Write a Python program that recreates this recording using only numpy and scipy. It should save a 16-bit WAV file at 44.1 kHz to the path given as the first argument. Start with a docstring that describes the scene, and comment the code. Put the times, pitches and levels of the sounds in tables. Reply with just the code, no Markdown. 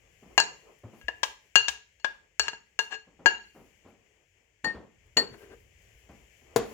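"""A plastic serving spoon knocks and scrapes chopped vegetables off a hand-held china plate into a glass bowl:
each blow is a dry crack plus the ringing modes of the plate. The plate is then laid on other dishes and pushed
along them, and the spoon is dropped on the counter. Gloves rustle, food is stirred and thuds softly, the counter
bumps and rumbles as coloured noise and low cycles; a small kitchen reflects, and a faint hiss swells as the
hands move. Two microphone ports hear it, the plate well to the left and the soft thuds nearer the middle."""
import sys
import numpy as np
from scipy import signal
from scipy.fft import rfft, irfft, next_fast_len
from scipy.io import wavfile

SR = 44100
rng = np.random.default_rng(int(sys.argv[2]) if len(sys.argv) > 2 else 0)


def log_audio(samples):
    """Write samples as a 16-bit WAV file to the path given in sys.argv[1]."""
    # one column per channel
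    frames = np.atleast_2d(samples).T
    # limit to full scale, then quantise
    limited = np.clip(frames, -1, 1)
    pcm = np.round(limited * 32767).astype(np.int16)
    wavfile.write(sys.argv[1], SR, pcm)


def attenuation_scalar(level_db):
    """Turn a level in dB into a linear amplitude multiplier (20 dB per decade)."""
    decades = np.asarray(level_db, float) / 20
    return 10 ** decades


N = 296887   # samples
RING = np.arange(SR * 2 // 5) / SR   # time axis of one struck sound, s
PLATE_LEAD, COUNTER_LEAD = 5.1, 4.84   # samples by which the left port hears plate and dishes first


def rms_one(x):
    """Scale to unit rms."""
    return x / np.sqrt(np.mean(x ** 2) + 1e-20)


def at_hz(points, hz):
    """Read a (Hz, value) table on a log-frequency axis."""
    table_hz, values = np.array(points).T
    return np.interp(np.log(hz), np.log(table_hz), values)


def in_time(rows):
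    """Columns of a curve table at every sample."""
    s, *columns = np.transpose(rows)
    return [np.interp(np.arange(N) / SR, s, c) for c in columns]


def add(track, s, sound):
    """Mix a sound in at s seconds."""
    i = round(s * SR)
    track[..., i:i + sound.shape[-1]] += sound[..., :N - i]


def shaped(x, gain):
    """Filter by a gain given as a function of Hz."""
    hz = np.maximum(np.fft.rfftfreq(x.shape[-1], 1 / SR), 20)
    return irfft(rfft(x) * gain(hz), x.shape[-1])


def decay(t60):
    """Exponential loss of energy: falls 60 dB in t60 seconds, never in less than 5 ms."""
    return attenuation_scalar(-60 * RING / max(t60, .005))


def burst(gain, t60):
    """Coloured noise that starts at once and dies, with a straight fade to the end; about rms 1 at its start."""
    noise = rms_one(shaped(rng.standard_normal(len(RING)), gain))
    return noise * decay(t60) * (1 - RING / RING[-1])


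WAVER_PER_S = 75   # how fast grip and motion make a ringing mode waver


def modes(table, waves, group_db, length, place, spread_db, waver, fade=decay):
    """One blow: groups have their own strength; the place on the rim sets how far each pattern is driven."""
    hz, level_db, t60 = np.transpose(table)
    waves = np.array(waves)
    share = np.where(waves < 0, np.sin(-waves * place), np.cos(waves * place))
    sign = np.where(waves == 0, rng.choice([-1, 1], len(hz)), 1)
    chance_db = spread_db * rng.standard_normal(len(hz))
    strength = attenuation_scalar(level_db + group_db(hz) + chance_db) * share * sign
    out = 0
    for g, f, t in zip(strength, hz, t60):
        # a body that is held and moved wavers in phase and strength, more so as the ring goes on
        turn, swell = [np.interp(RING * WAVER_PER_S, np.arange(40), v) for v in rng.standard_normal((2, 40))]
        grown = waver * np.sqrt(min(f, 4500) / 1650) * (1 - np.exp(-RING / 0.023))
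        tone = np.sin(2 * np.pi * f * RING + grown * turn)
        out = out + g * tone * np.exp(.5 * grown * swell) * fade(t * length)
    return out


# how the far port is shaded: pitch_hz, share (of a source's left minus right dB)
PORT_SHADOW = [(100, -0.07), (400, .5), (1500, 1.3955), (5000, 0.84), (12000, -0.23)]


def ports(x, pan_db, lead):
    """Direct sound at the two ports: the far one is shaded, most in the middle range, and hears later."""
    gain = lambda hz: attenuation_scalar(pan_db * at_hz(PORT_SHADOW, hz) * np.array([[.5], [-.5]]))
    late = lambda hz: np.exp(-2j * np.pi * hz * lead / SR * np.array([[0], [1]]))
    both = np.zeros((2, next_fast_len(len(x) + SR // 20)))
    both[:, :len(x)] = x
    return shaped(both, lambda hz: gain(hz) * late(hz))[:, :len(x)]


# colour of the plastic spoon's crack: pitch_hz, level_db (per Hz, relative)
SPOON_CRACK = [(88, -51), (150, -30), (941, 3.5), (1310, -10.5), (1660, -10), (2550, -4), (2810, -0.5),
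               (3770, -8), (6770, -10.5), (9080, -31.5), (16000, -47)]


def knock(slope_db=0):
    """The spoon itself: a short dry crack, tilted by slope_db per octave about 2 kHz."""
    return burst(lambda hz: attenuation_scalar(at_hz(SPOON_CRACK, hz) + slope_db * np.log2(hz / 2000)), t60=0.052)


# while the spoon still touches, modes die in this share of their time; a weaker part rings on
CONTACT_SHARE, AFTER_DB = .45, -11


def touched(t60):
    """A quick first fall under the spoon, then the free ring."""
    return decay(t60 * CONTACT_SHARE) + attenuation_scalar(AFTER_DB) * decay(t60)


# spoon on plate: start_s, ring_db, crack_db, softness (0 = sharp edge), place_rad (on the rim)
PLATE_BLOWS = [(0.378, -16, -14, 0.16, 3.27), (0.401, -21, -39, 0, 0.31), (1.013, -49, -54, 1.1, 0.046),
               (1.083, -14.5, -29.5, 0.96, 2.77), (1.232, -26, -17.5, 1.1, 0.03),
               (1.556, -15, -18, 0.2, 1.05), (1.683, -25, -19, 1.3, 0.028), (1.999, -68.5, -74, 0, 1.44),
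               (2.045, -24.5, -26.5, 1.7, 0.029), (2.396, -22, -23.5, 0, 2.28),
               (2.482, -24, -32.5, 0.27, 2.264), (2.532, -33.5, -45.5, .6, 0.0073),
               (2.79, -21, -21.5, .5, 3.17), (2.927, -32.5, -51, 1.2, 0.023),
               (3.259, -14.5, -18, 0.36, 2.204)]
# the plate moves in the hand: start_s, pan_db (left minus right),
# length (share of the free ring left by grip and spoon), crack_tilt_db (per octave, as the spoon turns)
PLATE_HOLD = [(0.38, 9.5, 0.31, -1), (1.01, 6.5, .6, 0.5), (1.08, 8.5, 0.14, -4), (1.23, 11.5, 0.38, 2.5),
              (1.56, 14, 0.39, 2), (1.68, 12.5, 0.26, 4.5), (2.05, 17.5, 0.44, -1), (2.4, 9.5, 0.25, 3),
              (2.48, 8, 0.21, 3), (2.54, 2, 0.37, -13), (2.8, 7.5, 0.44, 2.5), (3.26, 13, 0.5, -6)]
# groups of plate modes: pitch_hz, level_db (under a sharp blow), lost_db (per unit of softness)
PLATE_GROUPS = [(453, -9, 16), (880, -1.5, 17.5), (1782, -0.94, -0.77), (3020, -3, 18), (4500, -4.5, 31.5),
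                (7000, 3.5, 41)]
# modes of the freely ringing plate: pitch_hz, level_db (within its group), t60_s
PLATE_MODES = [(435, -7, 0.82), (636, -5, 0.2), (924, -6, 0.56), (935, -5, 0.22), (1296, -5, 0.088),
               (1110, -7, 0.032), (1649, 0, 0.42), (1734, -4.5, 0.44), (1933, -8.5, 0.098),
               (2114, -20.5, 0.21), (2450, -18, 0.33), (2805, 7.5, 0.44), (2804, 3, 0.86),
               (3210, -8.5, 0.33), (3280, -10, 0.092), (3970, -12, 0.69), (4254, 5, 0.6), (4366, 1, 0.3),
               (4440, 1, 0.75), (4883, -8, 0.35), (5000, -14.5, 0.091), (5480, -1, 0.14), (5460, -9, 0.16),
               (6680, -8.5, 0.63), (7090, -5, 0.034), (6790, 3, 0.31), (7320, -2, 0.022), (7720, -5, 0.07),
               (9500, -31, 0.03), (13600, -14, 0.09)]
# waves round the rim of each plate mode; minus marks a pattern turned on the rim, mostly the twin of a
# split pair, 0 a lone mode
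PLATE_RIM_WAVES = [0, 0, 2, -2, 0, 0, 3, -3, -1, 0, 0, 4, -4, 0, 0, 0, 5, -5, 0, 0, 0, 0, 0, 0, 0, 6, -6, 0,
                   0, 0]
# dense upper modes, heard as a splash: lowest_hz, highest_hz, level_db (against an untilted crack), t60_s (free)
PLATE_SPLASH = (8000.5, 15800, -37, 0.81)


def plate():
    """A crack plus the plate's ring; a softer contact leaves mostly the ring near 1.8 kHz, the grip shortens it."""
    out = np.zeros((2, N))
    low, high, top_db, top_t60 = PLATE_SPLASH
    group_hz, sharp_db, lost_db = np.transpose(PLATE_GROUPS)
    hold_s, *hold_columns = np.transpose(PLATE_HOLD)
    for s, ring_db, crack_db, softness, place in PLATE_BLOWS:
        pan_db, length, tilt_db = [np.interp(s, hold_s, c) for c in hold_columns]
        groups = np.transpose([group_hz, ring_db + sharp_db - softness * lost_db])
        ring = modes(PLATE_MODES, PLATE_RIM_WAVES, lambda hz: at_hz(groups, hz), length, place,
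                     spread_db=1.5, waver=1.1, fade=touched)
        # the splash starts two octaves above the 2 kHz pivot of the tilt
        splash_db = crack_db + 2 * tilt_db + top_db
        splash = attenuation_scalar(splash_db) * burst(lambda hz: (hz > low) & (hz < high), top_t60 * length)
        crack = attenuation_scalar(crack_db) * knock(tilt_db)
        add(out, s, ports(crack + ring + splash, pan_db, PLATE_LEAD))
    return out


SCRAPE_PER_S, SCRAPE_RING_DB = 2200, -7   # mean catches per second; gain of the ring in each, dB
# spoon edge dragged over the glaze: start_s, length_s, level_db
PLATE_SCRAPES = [(1.24, 0.096, -69.5), (1.699, 0.09, -69), (2.409, 0.09, -60), (2.906, 0.0505, -52.5)]
# groups of plate modes a scrape excites: pitch_hz, level_db
SCRAPE_GROUPS = [(900, 0.5), (1650, 7.5), (2800, -1), (4400, -12), (6800, -5)]


def scrapes():
    """Dense uneven catches of the edge, each a tiny blow."""
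    out = np.zeros(N)
    ring = modes(PLATE_MODES, PLATE_RIM_WAVES, lambda hz: at_hz(SCRAPE_GROUPS, hz), length=0.31, place=0.037,
                 spread_db=0.5, waver=0.68)
    tiny = knock() + attenuation_scalar(SCRAPE_RING_DB) * ring
    for s, length, level_db in PLATE_SCRAPES:
        count = 8000   # samples, longer than any stroke
        stroke = np.sin(np.pi * np.clip(np.arange(count) / SR / length, 0, 1)) ** .5
        catches = (rng.random(count) < SCRAPE_PER_S / SR) * rng.standard_normal(count)
        add(out, s, attenuation_scalar(level_db) * signal.fftconvolve(stroke * catches, tiny))
    return ports(out, 11.0, PLATE_LEAD)


STACK_TILT_DB = -6.5   # per octave, from 4.4 to 8.8 kHz
# plate laid on a stack of dishes: start_s, low_db (wide low modes), clack_db (clack and small modes),
# free_s (until the ring is stifled), place_rad (on the rim)
STACK_LANDINGS = [(4.645, -28.5, -37, 0.066, 0.017), (5.17, -33, -20, 0.035, 0.22)]
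# modes of the stacked dishes, the first three wide and low: pitch_hz, level_db (within its group), t60_s
STACK_MODES = [(863.5, -2, 0.16), (1837, 3, 1), (1924, 10.5, .12), (2861, -17, .3), (4170, -8, 0.1),
               (4250, -17.5, 0.17), (4410, 7, 0.18), (4567, -7, 0.23), (6850, 5.5, 0.08),
               (7380, -10.5, 0.19), (8450, -11.5, 0.118), (10490, -28, .14), (10770, -12.5, 0.043),
               (12680, -10, 0.1)]
# waves round the rim of each stack mode; minus marks the turned twin of a split pair, 0 a lone mode
STACK_RIM_WAVES = [0, 2, -2] + [0] * 11


def stacked():
    """The wide low modes ring until the plate settles and stifles them; the small high ones ring on."""
    out = np.zeros(N)
    for s, low_db, clack_db, free_s, place in STACK_LANDINGS:
        groups = lambda hz: at_hz([(1850, low_db), (4400, clack_db), (8800, clack_db + STACK_TILT_DB)], hz)
        # falls at 900 dB per second once settled, to 36 dB down
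        stifled = attenuation_scalar(np.maximum(-900 * np.maximum(RING - free_s, 0), -36))
        low = modes(STACK_MODES[:3], STACK_RIM_WAVES[:3], groups, length=1, place=place, spread_db=1, waver=.3)
        high = modes(STACK_MODES[3:], STACK_RIM_WAVES[3:], groups, length=1, place=place, spread_db=2, waver=.8)
        add(out, s, attenuation_scalar(clack_db) * knock() + stifled * low + high)
    return ports(out, 8.5, COUNTER_LEAD)


# spoon dropped flat, handle then bowl: start_s, ring_db, crack_db
SPOON_CONTACTS = [(6.5612, -14, -26), (6.5668, -24.5, -40.5)]
# modes of the plastic spoon: pitch_hz, level_db, t60_s (before drop() shortens it)
SPOON_MODES = [(326, -29, 0.018), (460, 5.5, 0.043), (661, -11, 0.081), (1056, -3, 0.026),
               (1426, -15.5, 0.041), (4490, -10.5, 0.016), (6970, -7.5, 0.0224)]


def drop():
    """Two quick contacts, each a hollow plastic ring and a bright crack."""
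    out = np.zeros(N)
    for s, ring_db, crack_db in SPOON_CONTACTS:
        ring = modes(SPOON_MODES, [0] * len(SPOON_MODES), np.zeros_like, length=0.83, place=0,
                     spread_db=4.5, waver=0.5)
        crack = burst(lambda hz: attenuation_scalar(-1.5 * np.log2(hz / 4000)), t60=0.073)
        add(out, s, attenuation_scalar(ring_db) * ring + attenuation_scalar(crack_db) * crack)
    return ports(out, 14.0, lead=-0.01)


def drift(rate):
    """Slow chance of spread about 1, with rate (at most 40) new values per second."""
    steps = int(N / SR * 40) + 2
    # straight lines between the values narrow the spread; 1.3 makes up for it
    return np.interp(np.arange(N) / SR * rate, np.arange(steps), rng.standard_normal(steps)) * 1.3


SWELL_SKEW = 0.59   # under 1: quicker to rise than to fall


def swells(rows):
    """Each row (start_s, length_s, level_db) rises and falls as a leaning half sine; powers add."""
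    seconds = np.arange(N) / SR
    power = 0
    for s, length, level_db in rows:
        progress = np.clip((seconds - s) / length, 0, 1)
        power = power + (attenuation_scalar(level_db) * np.sin(np.pi * progress ** SWELL_SKEW)) ** 2
    return np.sqrt(power)


# plate pushed along the stack: start_s, length_s, level_db
PLATE_PUSHES = [(5.185, 0.14, -44.5), (5.27, 0.12, -44), (5.37, 0.1975, -46.5)]
# resonances of the stack under friction: pitch_hz, width_hz, level_db
STACK_BODY = [(406, 51, 12), (736, 14, -31.5), (1020, 30, -13.5), (1590, 47, -8), (1944, 120, -16.5),
              (2760, 54, -18)]


def slide():
    """Grainy friction through the resonances of the stack."""
    grains = rng.standard_normal(N) * attenuation_scalar(7.9 * drift(35))
    resonance = lambda hz, f, width: 1 / np.sqrt(1 + (2 * (hz - f) / width) ** 2)
    body = lambda hz: 0.0053 + sum(attenuation_scalar(db) * resonance(hz, f, width) for f, width, db in STACK_BODY)
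    return ports(rms_one(shaped(grains, body)) * swells(PLATE_PUSHES), 10.0, COUNTER_LEAD)


# dull thuds on bowl and counter: start_s, level_db, brightness_db (per octave), t60_s, swell_s
SOFT_THUDS = [(0.222, -48, -20, 0.38, 0.0065), (0.834, -43, -18, 0.39, .002),
              (0.931, -46.5, -17.5, 0.3, .004), (3.068, -54, -18, 0.34, 0.0034),
              (3.191, -45, -17.5, 0.21, 0.0016), (3.545, -43.5, -17, 0.42, 0.014),
              (3.845, -45.5, -16, 0.37, .015), (4.641, -31.5, -11, 0.3, 0.0019),
              (4.743, -40, -15.5, 0.44, 0.0027), (5.167, -23, -10.5, 0.2, 0.0018),
              (6.089, -46, -15.5, 0.31, .0015), (6.412, -59, -21.5, 0.18, 0.0029),
              (6.56, -27, -10.5, 0.33, 0.0036)]


def thuds():
    """Low noise that swells and dies; harder things are brighter."""
    out = np.zeros(N)
    for s, level_db, slope_db, t60, swell_s in SOFT_THUDS:
        colour = lambda hz: attenuation_scalar(slope_db * np.log2(1 + hz / 600)) * hz / (hz + 120)
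        add(out, s, attenuation_scalar(level_db) * burst(colour, t60) * (1 - np.exp(-RING / swell_s)))
    return ports(out, 3.1, lead=0.85)


BUMP_RISE_S, BUMP_CYCLES = 0.006, 15   # swell time; cycles to fall 60 dB
# low bumps through the counter: start_s, level_db, pitch_hz
COUNTER_BUMPS = [(0.845, -34.5, 112), (1.04, -43, 60.4), (1.28, -58, 55), (1.601, -49, 109),
                 (1.687, -49.5, 61.5), (2.4, -45.5, 62.6), (2.47, -50, 115), (3.25, -57, 111),
                 (3.581, -55, 121), (3.85, -51.5, 92.4), (4.637, -41.5, 115.8), (4.751, -41.5, 67.8),
                 (5.16, -49.5, 136), (5.312, -41.5, 123), (5.95, -50.5, 60.1), (6.09, -46.5, 70.3),
                 (6.22, -54.5, 62), (6.558, -24, 125), (6.585, -45, 45)]


def bumps():
    """The counter gives under a push: a few low cycles that swell and die, nearly alike in both ports."""
    out = np.zeros(N)
    turns = rng.uniform(0, 2 * np.pi, len(COUNTER_BUMPS))
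    for (s, level_db, hz), turn in zip(COUNTER_BUMPS, turns):
        cycles = np.sin(2 * np.pi * hz * RING + turn)
        add(out, s, attenuation_scalar(level_db) * cycles * np.tanh(RING / BUMP_RISE_S) * decay(BUMP_CYCLES / hz))
    return out * attenuation_scalar(np.array([[0.9], [-0.9]]))


KITCHEN_DB = -12   # reflections against the direct sound
EDGES = 30 * 2 ** np.arange(0, 9.3, .5)   # half-octave band edges, Hz
# how long the kitchen rings: pitch_hz, t60_s
KITCHEN_T60 = [(100, 0.82), (500, 0.31), (2000, 0.35), (6000, 0.38), (14000, 0.043)]


def kitchen(x):
    """Reflections of hard walls: noise dying band by band, its own in each port."""
    tail = np.zeros((2, len(RING)))
    white = rng.standard_normal((2, len(RING)))
    for low, high in zip(EDGES, EDGES[1:]):
        band = shaped(white, lambda hz: (hz >= low) & (hz < high))
        tail += band * decay(at_hz(KITCHEN_T60, np.sqrt(low * high)))
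    tail *= 1 - np.exp(-RING / 0.0022)   # reflections take some ms to gather
    tail /= np.sqrt(np.sum(tail ** 2) / 2)
    return attenuation_scalar(KITCHEN_DB) * signal.fftconvolve(x[None], tail, axes=1)[:, :N]


# how alike background noise is in the two ports: pitch_hz, likeness (0 to 1)
PORT_LIKENESS = [(60, 0.98), (500, 0.44), (1300, 0.088), (15000, 0.054)]


def stereo_noise(spectrum, patchy_db, balance=((100, 2.0), (10000, 2.0))):
    """Noise of a given colour, partly alike in both ports, flickering; rms 1. balance: left minus right dB."""
    mid, side = rng.standard_normal((2, N))
    alike = lambda hz: np.clip(at_hz(PORT_LIKENESS, hz), 0, .99)
    mid = shaped(mid, lambda hz: np.sqrt(1 + alike(hz)))
    side = shaped(side, lambda hz: np.sqrt(1 - alike(hz)))
    colour = lambda hz: attenuation_scalar(at_hz(spectrum, hz) + at_hz(balance, hz) * np.array([[0], [-1]]))
    noise = shaped(np.array([mid + side, mid - side]), colour)
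    return rms_one(noise * attenuation_scalar(patchy_db * drift(13)))


# how busy the hands are, as the level of their faint treble: start_s, level_db
HAND_MOTION = [(0.0, -77), (0.37, -69.5), (0.8, -75.5), (1.14, -74), (2.29, -89), (2.68, -87.5),
               (3.26, -86), (3.47, -74.5), (4.57, -90.5), (5.21, -77.5), (5.34, -67.5), (5.59, -74),
               (6.5, -71), (6.73, -57.5)]
# gloves rub together: start_s, length_s, level_db
GLOVE_RUBS = [(0.785, .015, -74), (0.92, .14, -78.5), (3.54, .2, -70.5), (3.87, .06, -77.5),
              (5.065, 0.0084, -76.5), (5.37, .11, -67), (5.595, .02, -79), (5.815, 0.019, -84),
              (5.87, .3, -85.5), (6.11, 0.013, -78), (6.58, .3, -66)]
# food and hands stirred: start_s, length_s, level_db
FOOD_STIRS = [(0.3, 0.51, -58), (1.09, 0.19, -72), (2.9, 0.1, -52), (3.2, .2, -63.5), (3.98, 0.61, -77.5),
              (4.73, 0.15, -62), (6.6, 0.18, -49)]
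# someone leans on the counter and it rumbles: start_s, length_s, level_db
COUNTER_LEANS = [(-.2, 0.96, -67), (1.1, 0.27, -69.5), (1.9, 0.43, -82.5), (3.1, 1.03, -73.5),
                 (4.95, 1.74, -63), (6.4, 0.97, -62)]
# colour of the gloves: pitch_hz, level_db (per Hz, relative)
GLOVE_COLOUR = [(800, -59), (2500, -19), (4500, -1), (7000, -4), (9500, -2), (12500, 1.5), (16000, -4.5)]
# colour of the background hiss: pitch_hz, level_db (per Hz, relative)
HISS_COLOUR = [(18, -23), (30, -7), (127, -5), (161, -3), (266, -14), (584, -8), (1220, -33.5), (1390, -13),
               (1670, -2.5), (2170, 3), (3060, -1), (3870, -20), (7090, -6), (9710, -30.5), (16000, -30.5)]
# where the hiss lies: pitch_hz, pan_db (left minus right)
HISS_PAN = [(60, 1.5), (120, 1.5), (240, 1.5), (480, -0.5), (950, 0), (1890, 31), (3770, 7.5), (7520, 8),
            (15000, -4)]
RUSTLE_DB = -4   # gloves, over the motion level
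# level when the motion stands at -80 dB; dB gained per dB of motion
HISS_DB, HISS_FOLLOWS = -66, 0.43
SHUFFLE_DB, SHUFFLE_FOLLOWS = -73.5, 0.52
RUMBLE_DB = -76   # steady part of the rumble


def background():
    """Noises of four colours: hiss, shuffle and rustle follow the hands, rumble swells with leaning; plus bumps."""
    motion_db, = in_time(HAND_MOTION)
    busy_db = motion_db + 80
    rumble = stereo_noise([(12, -58), (25, -25.0), (45, 4.0), (110, -4.5), (200, -24), (500, -93.5)], patchy_db=1.0)
    shuffle = stereo_noise([(50, -64.0), (120, -16.5), (250, -7.5), (440, 3.5), (600, -4.0), (1200, -10.5),
                            (2200, -33), (5000, -82.5)], patchy_db=4.0)
    rustle = stereo_noise(GLOVE_COLOUR, patchy_db=1.8)
    hiss = stereo_noise(HISS_COLOUR, patchy_db=.7, balance=HISS_PAN)
    hiss_level = attenuation_scalar(HISS_DB + HISS_FOLLOWS * busy_db)
    rumble_level = attenuation_scalar(RUMBLE_DB) + swells(COUNTER_LEANS)
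    shuffle_level = attenuation_scalar(SHUFFLE_DB + SHUFFLE_FOLLOWS * busy_db) + swells(FOOD_STIRS)
    rustle_level = attenuation_scalar(motion_db + RUSTLE_DB) + swells(GLOVE_RUBS)
    moving = rumble_level * rumble + shuffle_level * shuffle + rustle_level * rustle
    return hiss_level * hiss + moving + bumps()


def scene():
    """Plate on the left, soft thuds nearer the middle, struck sounds reflected by the kitchen."""
    dishes = stacked()
    direct = plate() + scrapes() + dishes + thuds() + drop() + slide()
    walls = kitchen((direct - .7 * dishes).mean(axis=0))   # the low stack sends less to the walls
    cut = signal.butter(2, 160, "high", fs=SR, output="sos")   # small things radiate no deep bass
    return signal.sosfilt(cut, direct + walls) + background()


def top_cut(x):
    """Nothing passes above the cut-off."""
    return signal.sosfilt(signal.butter(12, 16850, fs=SR, output="sos"), x)


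def record(dry):
    """The loudest peaks of the two ports are softly rounded."""
    rounded = .99 * np.tanh(dry / 1.1)
    return top_cut(rounded)


dry = scene()
out = record(dry)
log_audio(out)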